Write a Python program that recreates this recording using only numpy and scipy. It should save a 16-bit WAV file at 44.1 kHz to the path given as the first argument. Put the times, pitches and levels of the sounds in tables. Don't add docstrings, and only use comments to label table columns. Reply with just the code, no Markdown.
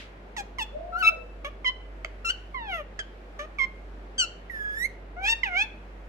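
import sys
import numpy as np
from scipy import signal
from scipy.fft import rfft, irfft
from scipy.io import wavfile
from scipy.ndimage import uniform_filter1d

SR = 44100
rng = np.random.default_rng(int(sys.argv[2]) if len(sys.argv) > 2 else 0)


def wrap_up_sound(samples):
    columns = np.atleast_2d(samples).T
    tamed = np.clip(columns, -1, 1)
    steps = np.round(tamed * 32767).astype(np.int16)
    wavfile.write(sys.argv[1], SR, steps)


N = 268128

# frequency in Hz, rms level in dB, waver in dB.
MOTOR_LINES = [(48.2, -45, 2.1), (95.8, -64, 3), (179, -67.5, 4)]
# frequency in Hz, relative density in dB.
RUSH_SPECTRUM = [(40, -19), (70, -8.5), (100, -5.5), (125, -16.5), (165, -7.5), (290, -7), (375, -5.5),
                 (600, -7), (1050, -14.5), (1500, -15), (2400, -20.5), (4200, -32.5), (8500, -46),
                 (13500, -51), (15400, -59.5)]
# frequency in Hz, left-right correlation.
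RUSH_CORRELATION = [(60, .99), (130, .98), (290, .93), (450, .75), (700, .3), (1410, -.24), (3100, 0),
                    (15000, .05)]
# start and length in seconds, opening, held and closing pitch in Hz, settling in seconds,
# peak position as share of length, opening, peak and closing level in dB, opening and closing throat
# resonance in Hz, fundamental in dB, treble slope in dB/octave, breath in dB, top band in dB.
SQUEAKS = [ (0.365, 0.053, 1030, 780, 810, 0.013, 0.6, -38, -38, -44, 1990, 2170, 7, -2.5, -17, -5.5),
           (0.584, 0.056, 1112, 844, 843.5, 0.016, 0.89, -35.5, -34, -49, 2290, 3700, 2.5, -8, -27, -0.5),
           (1.025, 0.077, 1356, 1297, 1331, 0.0055, 0.67, -28.5, -21.5, -24.5, 3060, 2620, -0.5, -13, -30, 0),
           (1.445, .05, 623, 517.6, 637, 0.0049, 0.1, -41, -36, -49, 3200, 3400, -3.5, -29, -16.5, -4.5),
           (1.645, 0.063, 1114, 953.7, 1045, .011, 0.54, -36, -26, -41.5, 2650, 3500, -13.5, -16.5, -26, -24),
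           (2.99, 0.04, 1798, 1540, 1500, 0.0109, 0.17, -34.5, -36, -54.5, 1950, 3300, -4.5, -7.5, -15.5, -28),
           (3.389, .074, 619, 558, 639, 0.0055, 0.071, -50, -37.5, -52, 3520, 2600, -3, -40, -14, -11.5),
           (3.585, .069, 1178, 1047, 1059, 0.012, 0.92, -33, -29, -26.5, 2330, 2100, -7, -15.5, -25, -11),
           (4.18, 0.075, 1597, 1605, 1310, .008, .28, -33, -24.5, -38, 3730, 3100, -7, -2, -32, -29.5), ]
# frequency in Hz, gain in dB.
BEAK_RESPONSE = [(1000, 4), (2000, -0.5), (2700, 1), (3400, 3), (4300, -0.5), (5200, 3.5), (6200, 1.5),
                 (7100, 3), (8200, -1.5), (9500, -10), (11000, -2.5), (12500, -13.5), (14000, -5),
                 (15300, -25)]
# frequency in Hz, relative density in dB.
BREATH_SPECTRUM = [(500, -24), (1500, -6.5), (3300, 2), (4300, -13), (5200, -14), (6200, -4.5), (7200, -21),
                   (8600, -20), (9800, -21), (11200, -21), (12600, -29), (13900, -16.5), (15300, -34.5)]
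# start and end in seconds, pitch ratio, relative level in dB.
SECOND_VOICE = [(1.031, 1.11, 1.735, -16), (1.02, 1.11, 2.735, -22), (3.603, 3.651, 3.6, -31),
                (4.17, 4.26, 1.71, -26.5), (4.52, 4.803, .76, -26)]
# frequency in Hz, left minus right in dB, left lag in radians.
PORT_SHADING = [(600, 4.5, 0.12), (800, 8.5, 1.47), (1052, -6, 2.4), (1264, 12, 1.01), (1700, -5, 3.03),
                (2160, -10.5, 1.12), (2600, 1.5, 1.05), (3100, 7.5, 2.43), (4290, 4.5, 4.4),
                (4900, -4, 5.67), (5990, -2.5, 4.67), (6960, -5.5, 8.3), (11400, -3, 7.94),
                (14000, 7.5, 15.2)]
# delay in ms, gain in dB, sign.
LEFT_ARRIVALS = [(0, 4, 1), (4.1, -15.5, 1), (9.3, -9, -1), (14, -9, 1)]
RIGHT_ARRIVALS = [(0, 5.5, 1), (3.3, -16.5, -1), (7.9, -10.5, 1), (17, -15.5, 1)]
# low and high band edge in Hz, T60 in seconds.
ROOM_BANDS = [(332, 4600, 0.44), (1400, 3340, 0.19), (2900, 6100, 0.31), (6000, 20800, 0.26)]
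# time in seconds, pitch in Hz, source level in dB.
HOOT_CURVE = [(0.71, 495, -47), (0.764, 627, -42), (0.796, 682.6, -47), (1.017, 736, -45.5),
              (1.079, 654, -44.5), (1.108, 641, -45.5), (1.172, 483.5, -43.5), (1.26, 490, -83)]
# time in seconds, pitch in Hz, level in dB, throat resonance in Hz,
# treble slope in dB/octave, breath in dB.
SLIDE_CURVES = [
    [(0.92, 1350, -64, 3160, -12, -50), (0.93, 1337, -40, 3430, -18, -42),
     (0.955, 1339, -35, 3740, -22, -42), (0.998, 1530, -36.5, 3830, -6.5, -21),
     (1.014, 1484, -31, 3800, -12, -35), (1.03, 1390, -31.5, 3600, -15, -35)],
    [(2.246, 1350, -38.5, 2900, -11, -26), (2.254, 1372, -34, 2800, -4, -21),
     (2.281, 1335, -31.5, 2600, -6.5, -42), (2.297, 1430, -29, 3000, -5, -14.5),
     (2.316, 1573, -26.5, 3770, -10.5, -28)],
    [(2.538, 1130, -63, 3830, -15, -47), (2.546, 1086, -37, 4160, -34, -42),
     (2.6, 942, -42.5, 3500, -29.5, -46), (2.654, 876, -43.5, 4050, -26, -39),
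     (2.709, 763.5, -40, 3120, -23, -23), (2.74, 686, -35, 2770, -23, -23.5),
     (2.763, 669, -39, 3280, -34, -19), (2.825, 562, -45.5, 3100, -37, -24)],
    [(4.497, 2025, -42, 1920, -17, -31), (4.505, 1894, -46.5, 1800, -3.5, -27),
     (4.564, 1744, -41.5, 1700, -6.5, -27), (4.623, 1674, -38.5, 1700, -7.5, -46),
     (4.683, 1673, -37.5, 1700, -10.5, -38), (4.742, 1694, -37.5, 1700, -8.5, -29),
     (4.801, 1855, -38.5, 1700, 0, -36), (4.83, 1956, -31.5, 1900, -1.5, -37),
     (4.868, 2230, -33.5, 2150, -1, -36)],
    [(5.16, 650, -68, 1700, -25, -30), (5.168, 695, -46, 1700, -29, -35),
     (5.21, 757, -43.5, 1730, -25, -30), (5.251, 800, -34.5, 2680, -11, -16),
     (5.292, 905.3, -24.5, 2740, -9, -21), (5.315, 914.3, -31, 3100, -2.5, -38),
     (5.342, 912.5, -25.5, 3150, -20, -34)],
    [(5.432, 1076, -24.5, 2500, -21, -29), (5.439, 993, -27, 2500, -19, -26),
     (5.447, 946, -36, 2720, -13, -30), (5.475, 794, -36.5, 2160, -27, -21),
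     (5.501, 727, -42, 1730, -32, -30), (5.55, 700.5, -35, 2600, -26, -26),
     (5.575, 771, -30.5, 2530, -15.5, -21), (5.598, 806, -29.5, 2600, -12.5, -27),
     (5.625, 866.6, -29.5, 2810, -10.5, -34), (5.655, 878, -48, 3150, -19, -34)],
]
# fundamental in dB, top band in dB, at one slide's loudest.
SLIDE_TONES = [(13.5, 4), (-1.5, -13), (-4.5, 1), (5.5, 3), (-11, -12), (-12.5, -14)]
# start in seconds, source peak in dB.
TONGUE_CLICKS = [(2.047, -22), (2.992, -34.5)]
# frequency in Hz, relative level in dB, T60 in seconds.
BEAK_MODES = [(638, -10.5, 0.04), (1346, 7, 0.0076), (2127, 15, 0.0058), (2500, -5, 0.016),
              (3060, 5, 0.0072), (4670, 1, 0.0054), (6300, 2, 0.0037), (7260, -7, 0.0064)]

HUM_DRIFT, HUM_PAN_DB = 0.00361, -1.27
RUSH_DB, RUSH_SWELL_DB, RUSH_FLICKER_DB = -49.5, .3, 1.2
THROAT_WIDTH_HZ, THROAT_DB, TOP_HZ = 1100, 14, 15380
ONSET_S, RELEASE_S, PUFF_S, PUFF_DB = 0.0014, 0.0095, 0.011, 5
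RASP_RAD, FLUTTER_DB = .3, 2
FUNDAMENTAL_PER_DB, TOP_PER_DB, SLOPE_PER_DB, BREATH_PER_DB = 0.85, 1.08, -0.32, -0.25
BIRD_SEND_DB, HOOT_SEND_DB, HOOT_PAN_DB, ROOM_BUILD_S = -11, 2.5, 4, 0.0028


def undb(db):
    return 10 ** (np.asarray(db) / 20)


def level(x, db):
    return x * undb(db) / np.sqrt(np.mean(x ** 2))


def colour(table, hz):
    f, v = np.transpose(table)
    return np.interp(np.log(np.maximum(hz, 1)), np.log(f), v)


def walk(rate_hz):
    k = int(SR / rate_hz)
    steps = np.repeat(rng.standard_normal(N // k + 1), k)
    return 1.19 * uniform_filter1d(uniform_filter1d(steps, k), k)[:N]


def pan(x, pan_db):
    return np.outer(undb([pan_db / 2, -pan_db / 2]), x)


def clock(start_s, end_s):
    return np.arange(int(start_s * SR), int(end_s * SR)) / SR


def band_noise(lo_hz, hi_hz, n):
    sos = signal.butter(2, [lo_hz, hi_hz], "band", fs=SR, output="sos")
    return signal.sosfilt(sos, rng.standard_normal((2, n)))


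def fan():
    rad_per_hz = 2 * np.pi * np.cumsum(1 + HUM_DRIFT * walk(0.82)) / SR
    hum = sum(np.sqrt(2) * undb(db + waver_db * walk(3.9)) * np.sin(hz * rad_per_hz)
              for hz, db, waver_db in MOTOR_LINES)
    f = np.fft.rfftfreq(N, 1 / SR)
    alike = np.clip(colour(RUSH_CORRELATION, f), -.99, .99)
    air = rfft(rng.standard_normal((2, N))) * undb(colour(RUSH_SPECTRUM, f))
    mid, side = air * np.sqrt([1 + alike, 1 - alike])
    stereo = np.array([mid + side, mid - side])
    octave = np.log2(np.maximum(f, 1) / 60)
    swell_db, rush = RUSH_SWELL_DB * walk(0.33), 0
    for k in range(9):
        band = irfft(stereo * np.clip(1 - np.abs(octave - k), 0, 1), N)
        rush += band * undb(swell_db + RUSH_FLICKER_DB * walk(5.2))
    return pan(hum, HUM_PAN_DB) + level(rush, RUSH_DB)


def opening_ring(start_db=-42.5, t60_s=0.31):
    return level(band_noise(1500, 3670, N), start_db) * 1000. 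** (-np.arange(N) / SR / t60_s)


def squeak(start_s, length_s, open_hz, held_hz, close_hz, settle_s, peak_share, open_db, peak_db,
           close_db, open_throat_hz, close_throat_hz, first_db, slope_db_oct, breath_db, top_db):
    t = clock(start_s, start_s + length_s)
    age_s = t - start_s
    share = age_s / length_s
    hz = held_hz + (close_hz - held_hz) * share + (open_hz - held_hz) * np.exp(-age_s / settle_s)
    db = np.interp(share, [0, np.clip(peak_share, .05, .95), 1], [open_db, peak_db, close_db])
    slack_db = db.max() - db
    throat_hz = open_throat_hz + (close_throat_hz - open_throat_hz) * share
    breath_db = breath_db + BREATH_PER_DB * slack_db + PUFF_DB * np.exp(-age_s / PUFF_S)
    return voice(t, hz, db, throat_hz, slope_db_oct + SLOPE_PER_DB * slack_db, breath_db, first_db, top_db)


def top_band(hz):
    return np.clip((hz - 8600) / 1200, 0, 1)


def tract_db(hz, throat_hz, slope_db_oct, top_db):
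    tilt_db = slope_db_oct * np.log2(np.clip(hz / 2000, 1, 4))
    throat_db = THROAT_DB / (1 + (2 * (hz - throat_hz) / THROAT_WIDTH_HZ) ** 2)
    return tilt_db + throat_db + colour(BEAK_RESPONSE, hz) + top_db * top_band(hz)


def voice(t, hz, db, throat_hz, slope_db_oct, breath_db, first_db, top_db):
    hz, db = uniform_filter1d([hz, db], size=100, mode="nearest")
    slack_db = db.max() - db
    first_db = first_db + FUNDAMENTAL_PER_DB * slack_db
    top_db = top_db + TOP_PER_DB * slack_db
    pitch_shiver, level_shiver = uniform_filter1d(rng.standard_normal((2, len(t))), size=150)
    phase = 2 * np.pi * np.cumsum(hz * (1 + .03 * pitch_shiver)) / SR
    jitter = level(np.convolve(rng.standard_normal(len(t)), np.hanning(160), "same"), 0)
    phase += RASP_RAD * undb(breath_db) * jitter
    k = np.arange(1, 27)[:, None]
    gain = undb(tract_db(k * hz, throat_hz, slope_db_oct, top_db) + first_db * (k == 1))
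    gain *= k * hz < TOP_HZ
    gain /= np.sqrt(np.sum(gain ** 2, axis=0) / 2)
    flutter = uniform_filter1d(uniform_filter1d(rng.standard_normal(gain.shape), size=450), size=450)
    gain *= undb(level(flutter, 0) * FLUTTER_DB)
    tone = np.sum(gain * np.sin(k * phase + rng.uniform(0, 2 * np.pi, k.shape)), axis=0)
    for start_s, end_s, ratio, second_db in SECOND_VOICE:
        gate = np.clip(np.minimum(t - start_s, end_s - t) / 0.0055, 0, 1)
        tone += undb(second_db) * gate * np.sin(ratio * phase)
    f = np.fft.rfftfreq(len(t), 1 / SR)
    air_gain = undb(colour(BREATH_SPECTRUM, f) + top_db.mean() * top_band(f))
    air = level(irfft(rfft(rng.standard_normal(len(t))) * air_gain, len(t)), 0)
    breath = undb(breath_db) * air * (1 + 0.9 * np.cos(phase))
    edge = np.clip(np.minimum((t - t[0]) / ONSET_S, (t[-1] - t) / RELEASE_S), 0, 1)
    return (tone + breath) * undb(db + 5 * level_shiver) * edge


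def near_paths(x):
    f, ports, out = np.fft.rfftfreq(N, 1 / SR), np.array(PORT_SHADING), []
    lag_rad = colour(ports[:, [0, 2]], f) * np.minimum(f / 500, 1)
    shade = np.sqrt(undb(colour(ports[:, [0, 1]], f))) * np.exp(-.5j * lag_rad)
    for port, paths in ((shade, LEFT_ARRIVALS), (1 / shade, RIGHT_ARRIVALS)):
        arrivals = sum(sign * undb(db) * np.exp(-2j * np.pi * f * ms / 1000) for ms, db, sign in paths)
        out.append(irfft(rfft(x) * port * arrivals, N))
    return np.array(out)


def room_response():
    t = clock(0, 0.5)
    tail = sum(band_noise(lo_hz, hi_hz, len(t)) * 1000. ** (-t / t60_s)
               for lo_hz, hi_hz, t60_s in ROOM_BANDS)
    tail *= 1 - np.exp(-(t / ROOM_BUILD_S) ** 2)
    return tail / np.sqrt(np.sum(tail ** 2, axis=1, keepdims=True))


def hoot(waver_db=4, fade_s=0.0094):
    times_s, hz, db = np.transpose(HOOT_CURVE)
    t = np.arange(N) / SR
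    phase = 2 * np.pi * np.cumsum(np.interp(t, times_s, hz)) / SR
    edge = np.clip(np.minimum(t - times_s[0], times_s[-1] - t) / fade_s, 0, 1)
    return np.sqrt(2) * undb(np.interp(t, times_s, db) + waver_db * walk(40)) * edge * np.sin(phase)


def slide(rows, tone):
    times_s, *curves = np.transpose(rows)
    t = clock(times_s[0], times_s[-1])
    return voice(t, *(np.interp(t, times_s, curve) for curve in curves), *tone)


def tongue_click(crack_s=0.001, rise_s=0.0029):
    t = np.arange(2000) / SR
    ring = sum(undb(db) * np.sin(2 * np.pi * hz * t) * 1000. ** (-t / t60_s)
               for hz, db, t60_s in BEAK_MODES)
    crack = 0.13 * rng.standard_normal(len(t)) * np.exp(-t / crack_s)
    click = (ring + crack) * (1 - np.exp(-t / rise_s))
    return click / np.abs(click).max()


def parakeet():
    events = [(row[0], squeak(*row)) for row in SQUEAKS]
    events += [(rows[0][0], slide(rows, tone)) for rows, tone in zip(SLIDE_CURVES, SLIDE_TONES)]
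    events += [(start_s, undb(db) * tongue_click()) for start_s, db in TONGUE_CLICKS]
    out = np.zeros(N)
    for start_s, sound in events:
        out[int(start_s * SR):][:len(sound)] += sound
    return out


def scene():
    bird, far = parakeet(), hoot()
    send = undb(BIRD_SEND_DB) * bird + undb(HOOT_SEND_DB) * far
    room = signal.fftconvolve(send[None], room_response(), axes=1)[:, :N]
    return near_paths(bird) + 0.58 * pan(far, HOOT_PAN_DB) + room + fan() + opening_ring()


def record(dry):
    return signal.sosfilt(signal.ellip(8, .2, 70, TOP_HZ, fs=SR, output="sos"), dry)


dry = scene()
out = record(dry)
wrap_up_sound(out)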